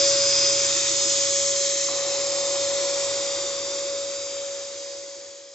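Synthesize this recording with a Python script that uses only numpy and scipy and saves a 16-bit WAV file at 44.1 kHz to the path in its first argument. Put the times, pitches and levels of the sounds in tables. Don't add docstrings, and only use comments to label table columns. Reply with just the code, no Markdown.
import sys
import numpy as np
from scipy import signal
from scipy.fft import rfft, irfft, next_fast_len
from scipy.io import wavfile
from scipy.ndimage import uniform_filter1d, map_coordinates

SR = 44100
rng = np.random.default_rng(int(sys.argv[2]) if len(sys.argv) > 2 else 0)


def ratio(d):
    e = np.asarray(d, float) / 20
    return 10 ** e


def transcribe(u):
    v = np.clip(np.atleast_2d(u).T, -1, 1)
    q = np.round(v * 32767).astype(np.int16)
    wavfile.write(sys.argv[1], SR, q)


N = 244314
LIQUID_S, LIQUID_RISE_S = 1.88, 0.02


def read(points, hz):
    f, value = np.transpose(points)
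    return np.interp(np.log(hz + 1), np.log(f + 1), value)


def columns(rows, t):
    s, *rest = np.transpose(rows)
    return [np.interp(t, s, column) for column in rest]


def evened(x):
    return x / np.sqrt(np.mean(abs(x) ** 2) + 1e-20)


def smoothed(x, width, axis=-1):
    return uniform_filter1d(uniform_filter1d(x, int(width), axis=axis), int(width), axis=axis)


def drift(width, size=N):
    return evened(smoothed(rng.standard_normal(size), width))


def bump(hz, centre_hz, width_hz, db):
    return ratio(db / (1 + ((hz - centre_hz) / width_hz) ** 2))


def turn_on(t, s, rise_s):
    return 0.5 + 0.5 * np.tanh((t - s) / rise_s * 2)


def fade_db(t):
    from_s, to_s, power = 3, 5.906, 0.98
    left = np.clip((to_s - t) / (to_s - from_s), 1e-3, 1)
    return 20 * power * np.log10(left)


def level_db(t, start_db, lowered_db, late, liquid_db, after_db):
    lowered = np.clip(t / LIQUID_S, 0, 1)
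    lowered = lowered - late * lowered * (1 - lowered)
    db = start_db + lowered_db * lowered
    db = db + liquid_db * turn_on(t, LIQUID_S, LIQUID_RISE_S)
    db = db + after_db * np.maximum(t - LIQUID_S, 0)
    return db + fade_db(t)


# pitch_hz, left_leads_rad
PORT_LEAD = [(50, 0), (560, 0.44), (1500, 0.78), (2700, .9), (4500, 0.37), (6500, 0.47), (8000, 0)]
# pitch_hz, left_over_right_db
PORT_TILT = [(60, 2), (500, 1.1), (1000, .3), (4000, 0.5), (8000, -0.5)]


def ports(turns, db, hz, pan_db=0):
    side = np.array([[0.5], [-0.5]])
    gain = ratio(db + side * (read(PORT_TILT, hz) + pan_db))
    return np.sqrt(2) * gain * np.cos(2 * np.pi * turns + side * read(PORT_LEAD, hz))


# time_s, pitch_hz, level_db
ENGINE = [(0, 127.5, -50), (.7, 129, -51.5), (1.8, 138, -58.5), (3.1, 146, -60), (4.3, 152, -75)]


def far_engine():
    t = np.arange(N) / SR
    hz, db = columns(ENGINE, t)
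    gone_db = 25 * np.clip(t - ENGINE[-1][0], 0, 9)
    turns = np.cumsum(hz) / SR + 0.045 * drift(2500)
    return ports(turns, db - gone_db + 0.54 * drift(2500), 135)


def mains_buzz():
    t = np.arange(N) / SR
    db = level_db(t, *AIR_LEVELS[-1]) - 6.5 + 1.5 * drift(3000)
    return ports(100 * t + 0.066 * drift(3000), db, 100)


# start_db, change_while_lowered_db, late_share, jump_with_liquid_db, after_db_per_s
AIR_LEVELS = [
    (-38.5, -6, -.2, 2.5, -0.6),
    (-39.5, -6.5, .2, 6.5, -1.5),
    (-26, -6, -0.15, -0.65, -0.37),
    (-21, -2, 1.5, -3.5, -0.68),
    (-50.5, -7.5, .5, 2, -0.6),
]
# pitch_hz, level_db
CASING = [(140, -35), (175, -22), (205, -17), (240, -16.5), (290, -10), (315, -3), (360, 0), (430, -4),
          (460, -8.5), (520, -28.5)]
ROAR = [(420, -40.5), (470, -21.5), (590, -21.5), (700, -14.5), (730, -13.5), (800, -16), (1100, -15.5),
        (1250, -16), (1450, -16), (1700, -31.5)]
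INTAKE = [(790, -26), (1350, -16.5), (1600, -9.5), (1960, -9.5), (2410, -12), (2860, -7.5), (3590, -7),
          (4800, -4), (4880, -8.5), (5100, -7), (6630, -25), (11200, -120)]
JET = [(4700, -22.5), (5100, -8.5), (5400, -9.5), (5800, -5.5), (6400, -5), (7000, -4.5), (7500, -3),
       (8400, -5)]
TRAFFIC = [(25, -36), (45, -23), (65, -4.5), (95, 8.5), (125, -6), (165, -10), (220, -18.5)]
# pitch_hz, width_hz, level_db
DUCTS = [
    (1620, 90, -4),
    (2400, 100, 3),
    (2850, 150, -4),
    (3280, 80, 2),
]
# pitch_hz, width_hz, facing_db, facing_at_s, length_s
OPENINGS = [(2020, 51, 6, 3.2, 1.9), (3706, 53, 11, 2.8, 2.5), (4224, 80, 7.5, 2, 1.6),
            (1310, 60, 4, 0.72, .3), (1350, 78, 6, 9.3, 1.3), (5850, 130, 3, 0.63, 0.56),
            (3300, 100, 3, 1.5, 1.5), (7350, 130, 3, 2.5, 0.72)]
# pitch_hz, width_hz, dry_db, wet_db
LIQUID_COLOUR = [
    (745, 150, -4.5, 0),
    (7620, 91, -1.5, -1),
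]


def air_power(t, hz):
    frames = len(t)
    ducts = np.prod([bump(hz, *row) for row in DUCTS], axis=0)
    levels = [level_db(t, *row) for row in AIR_LEVELS]
    levels[-1] = levels[-1] - 5
    power = 0
    for colour, db in zip((CASING, ROAR, INTAKE, JET, TRAFFIC), levels):
        inside = (hz > colour[0][0]) * (hz < colour[-1][0])
        shape = (ratio(read(colour, hz)) * ducts * inside) ** 2
        flutter_db = 0.52 * drift(5.1, size=frames)
        power = power + np.outer(shape / shape.sum(), ratio(db + flutter_db) ** 2)
    hz = hz[:, None]
    for centre_hz, width_hz, db, s, length in OPENINGS:
        facing_db = -2 + db * np.exp(-((t - s) / length) ** 2)
        swayed_hz = centre_hz + 40 * drift(60, size=frames)
        power = power * bump(hz, swayed_hz, width_hz, facing_db) ** 2
    wet = turn_on(t, LIQUID_S, LIQUID_RISE_S)
    for centre_hz, width_hz, dry_db, wet_db in LIQUID_COLOUR:
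        power = power * bump(hz, centre_hz, width_hz, dry_db + (wet_db - dry_db) * wet) ** 2
    return power


# time_s, ground_ms, wall_ms
ECHO_MS = [(0, 0.825, 1.67), (.7, 0.847, 1.6), (1.4, 0.89, 1.64), (2.1, 0.956, 1.57), (2.8, 0.903, 1.6),
           (3.3, 0.843, 1.69), (3.85, 0.817, 1.8), (4.25, 0.815, 1.29), (4.9, 0.85, 1.36), (5.54, .9, 1.6)]
RIGHT_LATER_MS = [0.023, 0.045]


def echo_comb(t, hz, side):
    ground_ms, wall_ms = columns(ECHO_MS, t)
    ground_share = 0.3 - 0.86 * (ground_ms - ECHO_MS[0][1])
    comb = 1
    for ms, share, later_ms in zip((ground_ms, wall_ms), (ground_share, 0.065), RIGHT_LATER_MS):
        delay_s = (ms + (0.5 - side) * later_ms) / 1000
        comb = comb + share * np.exp(-2j * np.pi * hz * delay_s)
    return comb


def leaf_scatter_db(frames, hz):
    streaks = []
    for noise in rng.standard_normal((3, 400, frames)):
        noise = smoothed(noise, 6, axis=0)
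        streaks.append(evened(smoothed(noise, 80, axis=1)))
    shared, *own = streaks
    return (1.3 * shared + 1.5 * np.array(own)) * hz / (hz + 700)


# pitch_hz, alike_share
PORT_LIKENESS = [(60, 0.95), (500, 1), (1200, 0.97), (2500, 0.81), (4500, 0.69), (7500, 0.91)]


def air():
    frames = N // 256 + 9
    t = np.arange(frames) * 256 / SR
    hz = np.fft.rfftfreq(2048, 1 / SR)[:400]
    power = air_power(t, hz)
    hz = hz[:, None]
    side = np.array([0.5, -0.5])[:, None, None]
    real, imaginary = rng.standard_normal((2, 3, 400, frames))
    noise = real + 1j * imaginary
    direct = noise[0] * echo_comb(t, hz, side) * np.exp(1j * side * read(PORT_LEAD, hz))
    scattered = noise[1:]
    same = np.clip(read(PORT_LIKENESS, hz), 0, 1)
    z = np.sqrt(same) * direct + np.sqrt(1 - same) * scattered
    z = z * np.sqrt(power) * ratio(side * read(PORT_TILT, hz) + leaf_scatter_db(frames, hz))
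    z = np.pad(z, ((0, 0), (0, 625), (0, 0)))
    return 1.5 * signal.istft(z, nperseg=2048, noverlap=1792)[1][:, :N]


# time_s, level_db, pitch_hz, length_s
SPUTTERS = [
    (1.889, -34, 1130, .006),
    (1.9, -41, 800, .006),
    (1.983, -43, 2050, .005),
    (2.0, -29, 8050, .007),
    (2.0, -25, 8230, .007),
    (2.078, -43, 2020, .005),
]


def sputters():
    t, out = np.arange(N) / SR, 0
    for s, db, hz, length in SPUTTERS:
        puff = np.exp(-((t - s) / length) ** 2)
        out = out + puff * ports(hz * t + 0.19 * drift(150), db, hz)
    return out


# pitch_hz, width_hz, steady_share
WHISTLE = [
    (511, 36, .2),
    (501, 21, 1.0),
]


def whistle():
    t = np.arange(N) / SR
    lock_s = 2.8
    locked = turn_on(t, lock_s, 0.08)
    hz, width_hz, steady = (loose + (firm - loose) * locked for loose, firm in zip(*WHISTLE))
    hz = hz - 3.6 * np.maximum(t - lock_s, 0)
    steps = np.cumsum(np.clip(width_hz, 1, 60)) / SR
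    knots = rng.standard_normal((400, 2)).T / np.sqrt(2)
    real, imaginary = (map_coordinates(row, [steps], order=3) for row in knots)
    ride = (real + 1j * imaginary + steady) / np.sqrt(1 + steady ** 2)
    onset = np.clip((t - LIQUID_S) / 0.1, 0, 1)
    turns = np.cumsum(hz + 2.2 * drift(1800)) / SR + np.angle(ride) / (2 * np.pi)
    return onset * np.sqrt(abs(ride)) * ports(turns, -43 + fade_db(t), 500, 1.2)


# time_s, level_db, left_over_right_db, left_leads_rad, length_s
GLINTS = [(0, -26.5, -2.5, 0.7, 0.12), (0.374, -23.5, -2, 0.33, 0.27), (0.798, -39, -8, .3, 0.15),
          (1.05, -32.5, -2.5, -0.7, .12), (1.306, -36.5, 6, -.1, 0.19), (1.603, -39, -5, 0, .1),
          (1.94, -46, -2, 3.6, 0.09), (2.36, -36, -4, 0.7, 0.29), (2.7, -44, -3, -3, .1),
          (3.047, -43, -10.5, .9, 0.21), (3.301, -40, 4, 0.2, 0.16), (3.62, -41.5, -1.5, 2, 0.19),
          (3.93, -41.5, -3, 0.4, 0.21), (4.25, -41.5, 0.5, 1.6, 0.15), (4.62, -48, 3, .2, 0.12),
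          (4.892, -46.5, -6, -0.3, 0.14), (5.196, -51.5, -6, 0.6, 0.13), (5.53, -53.5, -3, .4, 0.11)]


def blade_whine(turns):
    t = np.arange(N) / SR
    side = np.array([[0.5], [-0.5]])
    beam = 0
    for s, db, pan_db, lead, length in GLINTS:
        glint = np.exp(-((t - s) / length) ** 2)
        beam = beam + ratio(db + side * pan_db) * np.exp(1j * side * lead) * glint
    phase = 2 * np.pi * (9 * turns + 0.004 * drift(700))
    return np.sqrt(2) * (beam * ratio(0.3 * drift(600)) * np.exp(1j * phase)).real


# time_s, level_db
SHAFT_LEVEL = [(0.04, -24.5), (0.27, -27.5), (0.34, -32), (0.52, -28.5), (0.82, -35), (1.36, -30),
               (1.65, -30), (1.86, -33), (1.99, -30.5), (2.82, -27.5), (3.63, -34), (3.93, -30.5),
               (4.31, -36.5), (4.37, -33), (4.54, -34.5), (4.69, -39), (4.91, -38), (5.5, -48)]
# time_s, pitch_hz
SHAFT_SPEED = [(0, 559.0), (.3, 558.7), (1.3, 558.15), (1.9, 558.5), (2.6, 559.4), (3.5, 559.55),
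               (4.5, 559.5), (5.54, 559.7)]
# multiple_of_shaft, level_below_shaft_db
OVERTONES = [
    (2, -32),
    (3, -30.5),
]


def motor():
    t = np.arange(N) / SR
    shaft_db = columns(SHAFT_LEVEL, t)[0]
    turns = np.cumsum(columns(SHAFT_SPEED, t)[0]) / SR
    out = ports(turns, shaft_db + 0.54 + 0.067 * drift(500), 500)
    for k, db in OVERTONES:
        overtone_db = shaft_db + db + 2.0 * drift(2800)
        out = out + ports(k * turns + 0.033 * drift(2500), overtone_db, k * 560)
    return out + blade_whine(turns)


def scene():
    return far_engine() + mains_buzz() + air() + sputters() + whistle() + motor()


def ragged_top(x):
    hz, t, z = signal.stft(x, SR, nperseg=1024)
    edge_hz = rng.choice([8020, 8110, 8190, 8190, 8240, 8280, 8280], len(t))
    edge_hz = np.repeat(edge_hz, 3)[:len(t)]
    return signal.istft(z * (hz[:, None] < edge_hz), SR, nperseg=1024)[1][:, :N]


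def roll_off(x):
    return signal.sosfilt(signal.butter(12, 9020, fs=SR, output="sos"), x)


# pitch_hz, level_db
BAND_EDGE = [(7500, 0), (7650, -3), (7800, -9), (7930, -18), (8000, -33), (8050, -23), (8300, -30),
             (8370, -110)]


def record(dry):
    size = next_fast_len(N + 4096)
    edge = ratio(read(BAND_EDGE, np.fft.rfftfreq(size, 1 / SR)))
    edged = irfft(rfft(dry, size) * edge, size)[:, :N]
    soft_start = np.clip(np.arange(N) / 20 + 0.3, 0, 1)
    return roll_off(ragged_top(edged) * soft_start)


dry = scene()
out = record(dry)
transcribe(out)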